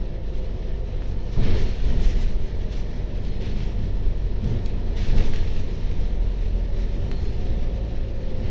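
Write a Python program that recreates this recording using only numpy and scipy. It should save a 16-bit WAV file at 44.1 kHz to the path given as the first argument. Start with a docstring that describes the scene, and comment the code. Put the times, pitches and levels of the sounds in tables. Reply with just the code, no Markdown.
"""A diesel drones far below the upper deck of a double-decker bus, with axle whine and road rumble from the start.
The bus slows gently down a city street and shifts down once near 7 s; engine, gears and shaft are geared to its speed.
The road is filtered noise that heaves the body, booms in the panels and roars under the floor, jolted by bumps.
Trim and windows chatter as showers of tiny noise bursts, fittings tick as snap and ring, panel edges squeak as
unsteady sines, and a vent whistles faintly. The surface is coarsest near 5.6 s and 7.4 s."""
import sys
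import numpy as np
from scipy import signal
from scipy.fft import rfft, irfft
from scipy.io import wavfile
from scipy.ndimage import uniform_filter1d

SR = 44100
rng = np.random.default_rng(int(sys.argv[2]) if len(sys.argv) > 2 else 0)


def bounce(signal):
    """Save signal as a 16-bit WAV file at the path given by the first command-line argument."""
    frames = np.transpose(np.atleast_2d(signal))
    limited = np.clip(frames, -1, 1)
    pcm = np.round(limited * 32767).astype(np.int16)
    wavfile.write(sys.argv[1], SR, pcm)


N = 374850
TIME = np.arange(N) / SR


def gain_of(db):
    """Turns decibels into an amplitude factor."""
    return 10 ** (np.asarray(db) / 20)


def evened(x):
    """Scales to rms 1."""
    return x / np.sqrt(np.mean(x ** 2) + 1e-20)


def follow(rows):
    """Joins the points of a curve table by straight lines: one curve per column after the time."""
    s, *columns = np.transpose(rows)
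    return [np.interp(TIME, s, column) for column in columns]


def colour(x, points, tilt_db=0):
    """Filters by a spectrum drawn over octaves, tilted by some dB per octave."""
    octave = np.log2(np.fft.rfftfreq(len(x), 1 / SR) + 1)
    hz, db = np.transpose(points)
    shape_db = np.interp(octave, np.log2(hz + 1), db, left=-100, right=-100)
    tilt = tilt_db * (octave - octave.mean())
    return irfft(rfft(x) * gain_of(shape_db + tilt), len(x))


def wander(rate_hz):
    """Random drift of rms 1, smoothed to fade out above a rate."""
    s = np.arange(0, N / SR + 1, 1 / 2048)
    hz = np.fft.rfftfreq(len(s), s[1])
    smoothing = np.exp(-(hz / rate_hz) ** 2) * (hz > 0)
    slow = irfft(rfft(rng.standard_normal(len(s))) * smoothing, len(s))
    return evened(np.interp(TIME, s, slow))


def steadied(x, span_s, firmness=0.81):
    """Evens out the running rms, leaving the faster beating."""
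    size = max(int(span_s * SR), 2)
    power = uniform_filter1d(uniform_filter1d(evened(x) ** 2, size), size)
    return evened(x / (abs(power) + 1e-9) ** (firmness / 2))


def add(mix, s, sound):
    """Lays a sound into the mix at a time."""
    part = mix[max(round(s * SR), 0):][:len(sound)]
    part += sound[:len(part)]


def cabin(x, t60, wet_db):
    """The direct sound and a short diffuse tail from the windows and ceiling."""
    t = TIME[:SR // 2]
    tail = rng.standard_normal(len(t)) * gain_of(-60 * t / t60)
    return x + gain_of(wet_db) * signal.fftconvolve(x, tail / np.linalg.norm(tail))[:N]


def swell(start, hold, attack_s, fall_db_per_s):
    """The gain of one event: a straight attack, a hold, then a steady fall in dB."""
    age = TIME - start
    fall_db = -fall_db_per_s * np.maximum(age - attack_s - hold, 0)
    return np.clip(age / attack_s, 0, 1) * gain_of(fall_db)


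# road speed, which drives the whole driveline: time_s, axle_tooth_rate_hz
ROAD_SPEED = [(0, 660), (.6, 649), (1.4, 630), (2.4, 614), (3.7, 605), (5.6, 597), (6.3, 581), (7.0, 561),
              (7.45, 541), (7.9, 532), (8.15, 521), (8.5, 513)]


def axle_rate():
    """Axle teeth meshing per second (Hz), falling as the bus slows."""
    return follow(ROAD_SPEED)[0]


HIGH_GEAR, LOW_GEAR = 13.72, 9.65  # axle teeth passing per firing
SHIFT_S, SHIFT_LENGTH_S = 7.05, .45  # middle and length of the downshift


def firing(waver=0.004):
    """Gears the engine to the road: firing rate (Hz), firings counted with a waver, downshift progress (0-1)."""
    shifted = np.clip((TIME - SHIFT_S) / SHIFT_LENGTH_S + .5, 0, 1)
    hz = axle_rate() / (HIGH_GEAR + (LOW_GEAR - HIGH_GEAR) * shifted)
    turns = np.cumsum(hz * (1 + waver * wander(7.9))) / SR
    return hz, turns, shifted


# engine effort: time_s, level_db
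ENGINE_EFFORT = [(0, -30), (1.6, -30), (2.5, -32), (4.2, -27.5), (5.7, -32), (6.55, -23), (7.05, -27.5),
                 (7.8, -26.5), (8.5, -26)]
# harmonics of the firing rate: multiple, high_gear_db, low_gear_db (relative to one another)
FIRING_HARMONICS = [(1, 4, -0.5), (2, -13.5, -9), (3, -17.5, -18.5), (4, -21, -27), (5, -22, -25.5),
                    (7, -30, -23), (11, -28, -34)]
# resonances of the deck that the engine excites: centre_hz, half_width_hz, lift_db
DECK_DRONES = [(87, 2.9, 5), (142, 6.4, 5.5)]


def engine(hz, turns, shifted, flutter_db=1.3):
    """Firing harmonics rebalance at the downshift, and the deck drones when one meets a resonance."""
    effort_db, = follow(ENGINE_EFFORT)
    out = np.zeros(N)
    for multiple, high_db, low_db in FIRING_HARMONICS:
        drone_db = sum(lift_db / (1 + ((multiple * hz - centre) / half_width) ** 2)
                       for centre, half_width, lift_db in DECK_DRONES)
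        gear_db = high_db + (low_db - high_db) * shifted
        order_db = gear_db + drone_db + flutter_db * wander(6.6)
        out += gain_of(order_db) * np.cos(2 * np.pi * multiple * turns)
    return gain_of(effort_db) * evened(out)


WHINE_FLUTTER_DB, WHINE_WAVER = 1.7, .0025  # rms of the level drift, rms of the pitch drift as a fraction
WHINE_ROUGH, WHINE_FUZZ_HZ = .28, 32  # amount and width of the noise around the line


def whine(hz):
    """Meshing gear teeth: a trembling line, roughened by the play between the teeth."""
    angle = 2 * np.pi * np.cumsum(hz * (1 + WHINE_WAVER * wander(7.3))) / SR
    fuzz = wander(WHINE_FUZZ_HZ) * np.cos(angle) + wander(WHINE_FUZZ_HZ) * np.sin(angle)
    tone = np.sin(angle) + WHINE_ROUGH * fuzz
    return evened(tone * gain_of(WHINE_FLUTTER_DB * wander(10.0)))


# pairs of gears whine while they bear the load: start_s, hold_s, pitch_ratio (of the axle's rate), level_db
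GEAR_WHINES = [(-.2, 1.2, 1, -58), (-.2, 1.1, .789, -51), (-.2, .85, .562, -51), (2.05, 1.2, 1, -56),
               (3.08, .4, .787, -52), (6.0, .6, 1, -53), (6.65, .25, 1, -50), (6.7, .8, .695, -52),
               (7.29, .6, 1.339, -54.5), (7.38, .65, 1, -48.5), (7.55, .9, 1.087, -51.5),
               (8.1, .35, 1, -45), (8.05, .45, .708, -49.5)]


def gears():
    """Axle and gearbox whines come and go with the load, their pitch falling with the road speed."""
    axle_hz = axle_rate()
    out = np.zeros(N)
    for s, hold, ratio, db in GEAR_WHINES:
        gain = gain_of(db) * swell(s, hold, attack_s=.07, fall_db_per_s=90)
        out += gain * whine(ratio * axle_hz)
    return out


SHAFT_TEETH = 7  # teeth on the drive pinion


def shaft(boom_gain, flutter_db=1.0, coupling_db=-10.5):
    """The drive shaft hums once per turn of its pinion, its level following the panel boom."""
    hum = np.sin(2 * np.pi * np.cumsum(axle_rate() / SHAFT_TEETH) / SR)
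    return boom_gain * gain_of(coupling_db) * evened(hum * gain_of(flutter_db * wander(3.8)))


# coarseness of the road surface: time_s, coarseness_db
ROAD_SURFACE = [(0, -4), (1.2, -2), (2.7, 0), (4.2, -1.5), (5.6, 3), (6.4, -1.5), (7.4, 2.5), (8.1, -2),
                (8.5, 0.5)]


def coarseness():
    """Surface coarseness (dB), shared by the road noise and the chatter."""
    return follow(ROAD_SURFACE)[0]


# the wheels cross a bump or a broken patch: start_s, hold_s, heave_db, boom_db, roar_db
BUMPS = [(1.345, 0.064, -15, -23.5, -35.5), (1.46, 0.076, -25, -28.5, -36),
         (1.823, 0.13, -16.5, -28.5, -40.5), (2.034, 0.17, -20, -35, -45.5), (3.367, 0.23, -31, -32, -46),
         (3.737, 0.047, -37.5, -29, -64), (3.932, 0.11, -22.5, -34.5, -48.5),
         (4.399, 0.026, -29, -23.5, -41.5), (4.47, 0.032, -32.5, -29, -40.5),
         (4.717, 0.38, -28, -32.5, -47), (4.967, 0.24, -16, -33, -47), (5.106, 0.045, -18.5, -28.5, -36.5),
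         (5.834, 0.12, -21.5, -44, -54.5), (6.932, 0.15, -28, -36.5, -44.5), (7.413, 0.062, -21, -45, -52),
         (8.35, .17, -21, -31, -45)]
BUMP_ATTACK_S = 0.042


def shaking(column, steady_db, surface_share, fall_db_per_s):
    """Gain of heave (0), boom (1) or roar (2): the steady surface plus the bumps, added as powers."""
    steady = gain_of(steady_db + surface_share * coarseness()) ** 2
    bumps = sum((gain_of(dbs[column]) * swell(s, hold, BUMP_ATTACK_S, fall_db_per_s)) ** 2
                for s, hold, *dbs in BUMPS)
    return np.sqrt(steady + bumps)


# Spectra, all: pitch_hz, level_db (relative within each)
# slow heave of the body, with resonances of the wheels and frame
HEAVE_SPECTRUM = [(5, -30), (9, -9.5), (13, 7), (18, -3.5), (24.5, 1.5), (29, -5.5), (34, -3), (39, -12.5),
                  (47, -16.5), (54, -9), (63, -32), (90, -52.5)]
# boom of the panels: pitch_hz, level_db
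BOOM_SPECTRUM = [(50, -29), (63, -5.5), (71, 6.5), (76, -0.5), (84, 1.5), (97, -1), (104, -5), (112, -0.5),
                 (121, -4), (131, -6), (150, -10), (166, -6), (183, -10), (202, -5.5), (222, -12.5),
                 (243, -10), (280, -20), (420, -39)]
# tyres heard through the floor: pitch_hz, level_db
ROAR_SPECTRUM = [(200, -15.5), (280, -3), (330, 0.5), (380, 3.5), (480, 0.5), (570, -4.5), (660, -8),
                 (715, -6.5), (780, -14), (850, -12.5), (930, -11), (1060, -19.5), (1400, -22),
                 (2500, -40.5)]
# thud of the floor under a hard jolt: pitch_hz, level_db
THUD_SPECTRUM = [(90, -14.5), (135, 2), (310, 3.5), (620, -17), (1500, -21), (2400, -28.5)]


def road(boom_gain, thud_db=-2):
    """The road heaves the body, drums its panels and roars under the tyres; jolts thud through the floor."""
    def rumble(spectrum, span_s):
        return steadied(colour(rng.standard_normal(N), spectrum), span_s)

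    heave_gain = shaking(column=0, steady_db=-25.5, surface_share=0.31, fall_db_per_s=29.0)
    roar_gain = shaking(column=2, steady_db=-42.0, surface_share=0.3, fall_db_per_s=59.5)
    heave = heave_gain * rumble(HEAVE_SPECTRUM, 0.25)
    boom = boom_gain * rumble(BOOM_SPECTRUM, .14)
    roar = roar_gain * rumble(ROAR_SPECTRUM, 0.34)
    # only what rises above the usual roar counts as a jolt
    jolt = np.maximum(roar_gain - np.median(roar_gain), 0)
    thud = jolt * gain_of(thud_db) * rumble(THUD_SPECTRUM, .04)
    return heave + boom + roar + thud


# the trim shakes loose: start_s, hold_s, level_db (before the top boost), top_boost_db
RATTLES = [(1.31, 0.88, -49, 3.5), (1.414, 0.061, -43, -15), (1.489, 0.065, -42, -1.5),
           (1.815, 0.23, -50, -9), (2.008, 0.048, -49, 11.5), (2.192, 0.022, -47.5, 7.5),
           (2.707, 0.052, -51, 8.5), (3.249, 0.086, -55.5, 5), (3.394, 0.084, -48.5, 3.5),
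           (3.548, .08, -49, 4), (4.434, 0.12, -55, 4), (4.953, 0.075, -43, 4), (5.056, 0.42, -50.5, -1),
           (5.156, 0.04, -43, 7), (5.326, 0.025, -49.5, 1), (5.88, 0.016, -58, 7), (6.749, 0.049, -56, 4),
           (7.37, 0.087, -56, -4), (8.419, .1, -52, -1)]
RATTLE_ATTACK_S, RATTLE_FALL_DB_PER_S = 0.019, 86.5


def rattling(steady_db=-52, surface_share=0.67, steady_sizzle_db=0, sizzle_share=.6):
    """Level and top boost of the chatter (dB): a rush that follows the road surface, plus the rattles."""
    surface_db = coarseness()
    power = gain_of(steady_db + surface_share * surface_db) ** 2
    top = power * gain_of(steady_sizzle_db + sizzle_share * surface_db) ** 2
    for s, hold, db, sizzle_db in RATTLES:
        burst = (gain_of(db) * swell(s, hold, RATTLE_ATTACK_S, RATTLE_FALL_DB_PER_S)) ** 2
        power = power + burst
        top = top + burst * gain_of(sizzle_db) ** 2
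    return 10 * np.log10(power), 10 * np.log10(top / power)


def patchy(x, depth_db):
    """Different parts rattle in turn: narrow bands swell and fade for a tenth of a second."""
    z = signal.stft(x, nperseg=512)[2]
    field = uniform_filter1d(rng.standard_normal(z.shape), size=4, axis=0)  # across neighbouring bands
    field = uniform_filter1d(field, size=18, axis=1)  # across time
    return evened(signal.istft(z * gain_of(depth_db * evened(field)), nperseg=512)[1][:N])


# ring of the trim and windows: pitch_hz, level_db (relative)
TRIM_SPECTRUM = [(500, -10), (1000, -7), (1200, -2.5), (1420, -5), (1650, 0), (1830, 3), (2100, 1),
                 (3200, -0.5), (4200, -2.5), (4650, -8), (5650, -8.5), (6400, -15.5), (7300, -25),
                 (8000, -33.5)]


def chatter(taps_per_s=450, spread_db=3.0, t60=0.13, calm_share=0.28, shaken_share=0.23,
            flicker_db=0.88, bright_db=0.5):
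    """Many tiny trim contacts over an even rush of air, which takes a little more of the mix in hard shaking."""
    db, sizzle_db = rattling()
    shake = (db - db.min()) / (db.max() - db.min())
    share = np.clip(calm_share + (shaken_share - calm_share) * shake, 0, 1)  # contacts' share of the power
    tap_db = spread_db * np.minimum(rng.exponential(1, N), 3.5)
    size = gain_of(tap_db) * (rng.random(N) < taps_per_s / SR)
    # each contact is a short burst from a different part, so their powers add
    decay = gain_of(-60 * TIME[:SR // 5] / t60)
    power = signal.fftconvolve(size ** 2, decay ** 2)[:N]
    bursts = np.sqrt(abs(power)) * rng.standard_normal(N)
    contacts = evened(colour(bursts, TRIM_SPECTRUM, tilt_db=bright_db))
    air = evened(colour(rng.standard_normal(N), TRIM_SPECTRUM, tilt_db=1.0))
    rush = patchy(np.sqrt(share) * contacts + np.sqrt(1 - share) * air, depth_db=1.15)
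    # the top treble is lifted or cut by itself, with its own flicker
    top = signal.sosfiltfilt(signal.butter(3, 5900, "high", fs=SR, output="sos"), rush)
    top_gain = gain_of(sizzle_db + 2.3 * wander(12)) - 1
    return gain_of(db + flicker_db * wander(22)) * (rush + top_gain * top)


FAN_HZ, FAN_WIDTH_HZ, FAN_DB = 1788, 31, -68


def fan():
    """Air whistling at a vent of the ventilation: a faint narrow band that never holds a clean pitch."""
    angle = 2 * np.pi * FAN_HZ * TIME
    whistle = wander(FAN_WIDTH_HZ) * np.cos(angle) + wander(FAN_WIDTH_HZ) * np.sin(angle)
    return gain_of(FAN_DB) * evened(whistle)


# a loose fitting knocks: start_s, peak_db (of the snap), tilt_db_per_octave, ring_db (relative to the snap)
TICKS = [(1.0215, -28, -6, -20), (7.115, -23, -3, -19), (7.1185, -40, 7, -12), (1.438, -29, 3, -12),
         (3.25, -36, 4, -9), (3.422, -37, 1, -6), (3.604, -36, -2, -6), (4.444, -38, 5, -7),
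         (4.66, -33, 6, -5), (5.183, -29, -3, -4), (5.206, -31, -5, -7), (5.3355, -27, 1, -7),
         (5.36, -30, 2, -5), (5.565, -33, 0, -7), (5.914, -36, 3, -7)]
# the snap of a knock: pitch_hz, level_db (relative)
SNAP_SPECTRUM = [(350, -18), (750, -5.5), (2500, 2.5), (4500, -7.5), (6500, -14.5), (8000, -27)]


def ticks():
    """Single hard knocks of the fittings: a sharp snap, then a few milliseconds of ring in the trim."""
    t, out = TIME[:SR // 20], np.zeros(N)
    t60, lead = .025, 88  # ring decay in s; samples of room ahead of the snap's peak
    for s, db, tilt_db, ring_db in TICKS:
        snap = colour(signal.unit_impulse(len(t), lead), SNAP_SPECTRUM, tilt_db)
        ring = steadied(colour(rng.standard_normal(len(t)), TRIM_SPECTRUM, tilt_db), 0.0016)
        add(out, s - lead / SR, gain_of(db) * snap / snap.max())
        add(out, s, gain_of(db + ring_db - 60 * t / t60) * ring)
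    return cabin(out, t60=0.33, wet_db=-6.5)


# a panel edge rubs: start_s, length_s, pitch_hz (at the start), level_db
SQUEAKS = [(1.66, .12, 4370, -59), (3.275, .13, 4230, -61), (3.49, .17, 4460, -62), (5.31, .2, 4290, -59.5),
           (7.06, .32, 4300, -59)]


def squeaks(stutter_db=3.5):
    """Stick and slip at a panel edge: a thin unsteady chirp that catches quickly and fades."""
    out, slip, grip = np.zeros(N), wander(210), wander(50)
    jitter, fade_db, sag = .016, -9, .02  # pitch jitter; fade and sag of pitch over one squeak
    for s, length, hz, db in SQUEAKS:
        during = (TIME >= s) & (TIME < s + length)
        progress = (TIME[during] - s) / length
        pitch = hz * (1 - sag * progress + jitter * slip[during])
        loudness = gain_of(stutter_db * grip[during] + fade_db * progress)
        chirp = np.sin(2 * np.pi * np.cumsum(pitch) / SR) * loudness
        add(out, s, gain_of(db) * evened(chirp * signal.windows.tukey(len(chirp), .3)))
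    return cabin(out, t60=.2, wet_db=-18.0)


BUZZ_DEPTH = .05  # how far each firing sways the chatter


def scene():
    """Driveline, road and cabin fittings, heard from one seat; the trim buzzes a little with each firing."""
    boom_gain = shaking(column=1, steady_db=-33.5, surface_share=0.74, fall_db_per_s=73.5)
    hz, turns, shifted = firing()
    driveline = engine(hz, turns, shifted) + gears() + shaft(boom_gain)
    buzz = 1 + BUZZ_DEPTH * np.cos(2 * np.pi * turns)
    fittings = buzz * chatter() + ticks() + squeaks()
    return (driveline + road(boom_gain) + fan() + fittings)[None]


EDGE_HZ = 7930  # top of the audible band


def record(dry):
    """Limits the band with a steep linear-phase low-pass."""
    lowpass = signal.firwin(511, EDGE_HZ, window=("kaiser", 9), fs=SR)
    return signal.oaconvolve(dry, lowpass[None], "same")


dry = scene()
out = record(dry)
bounce(out)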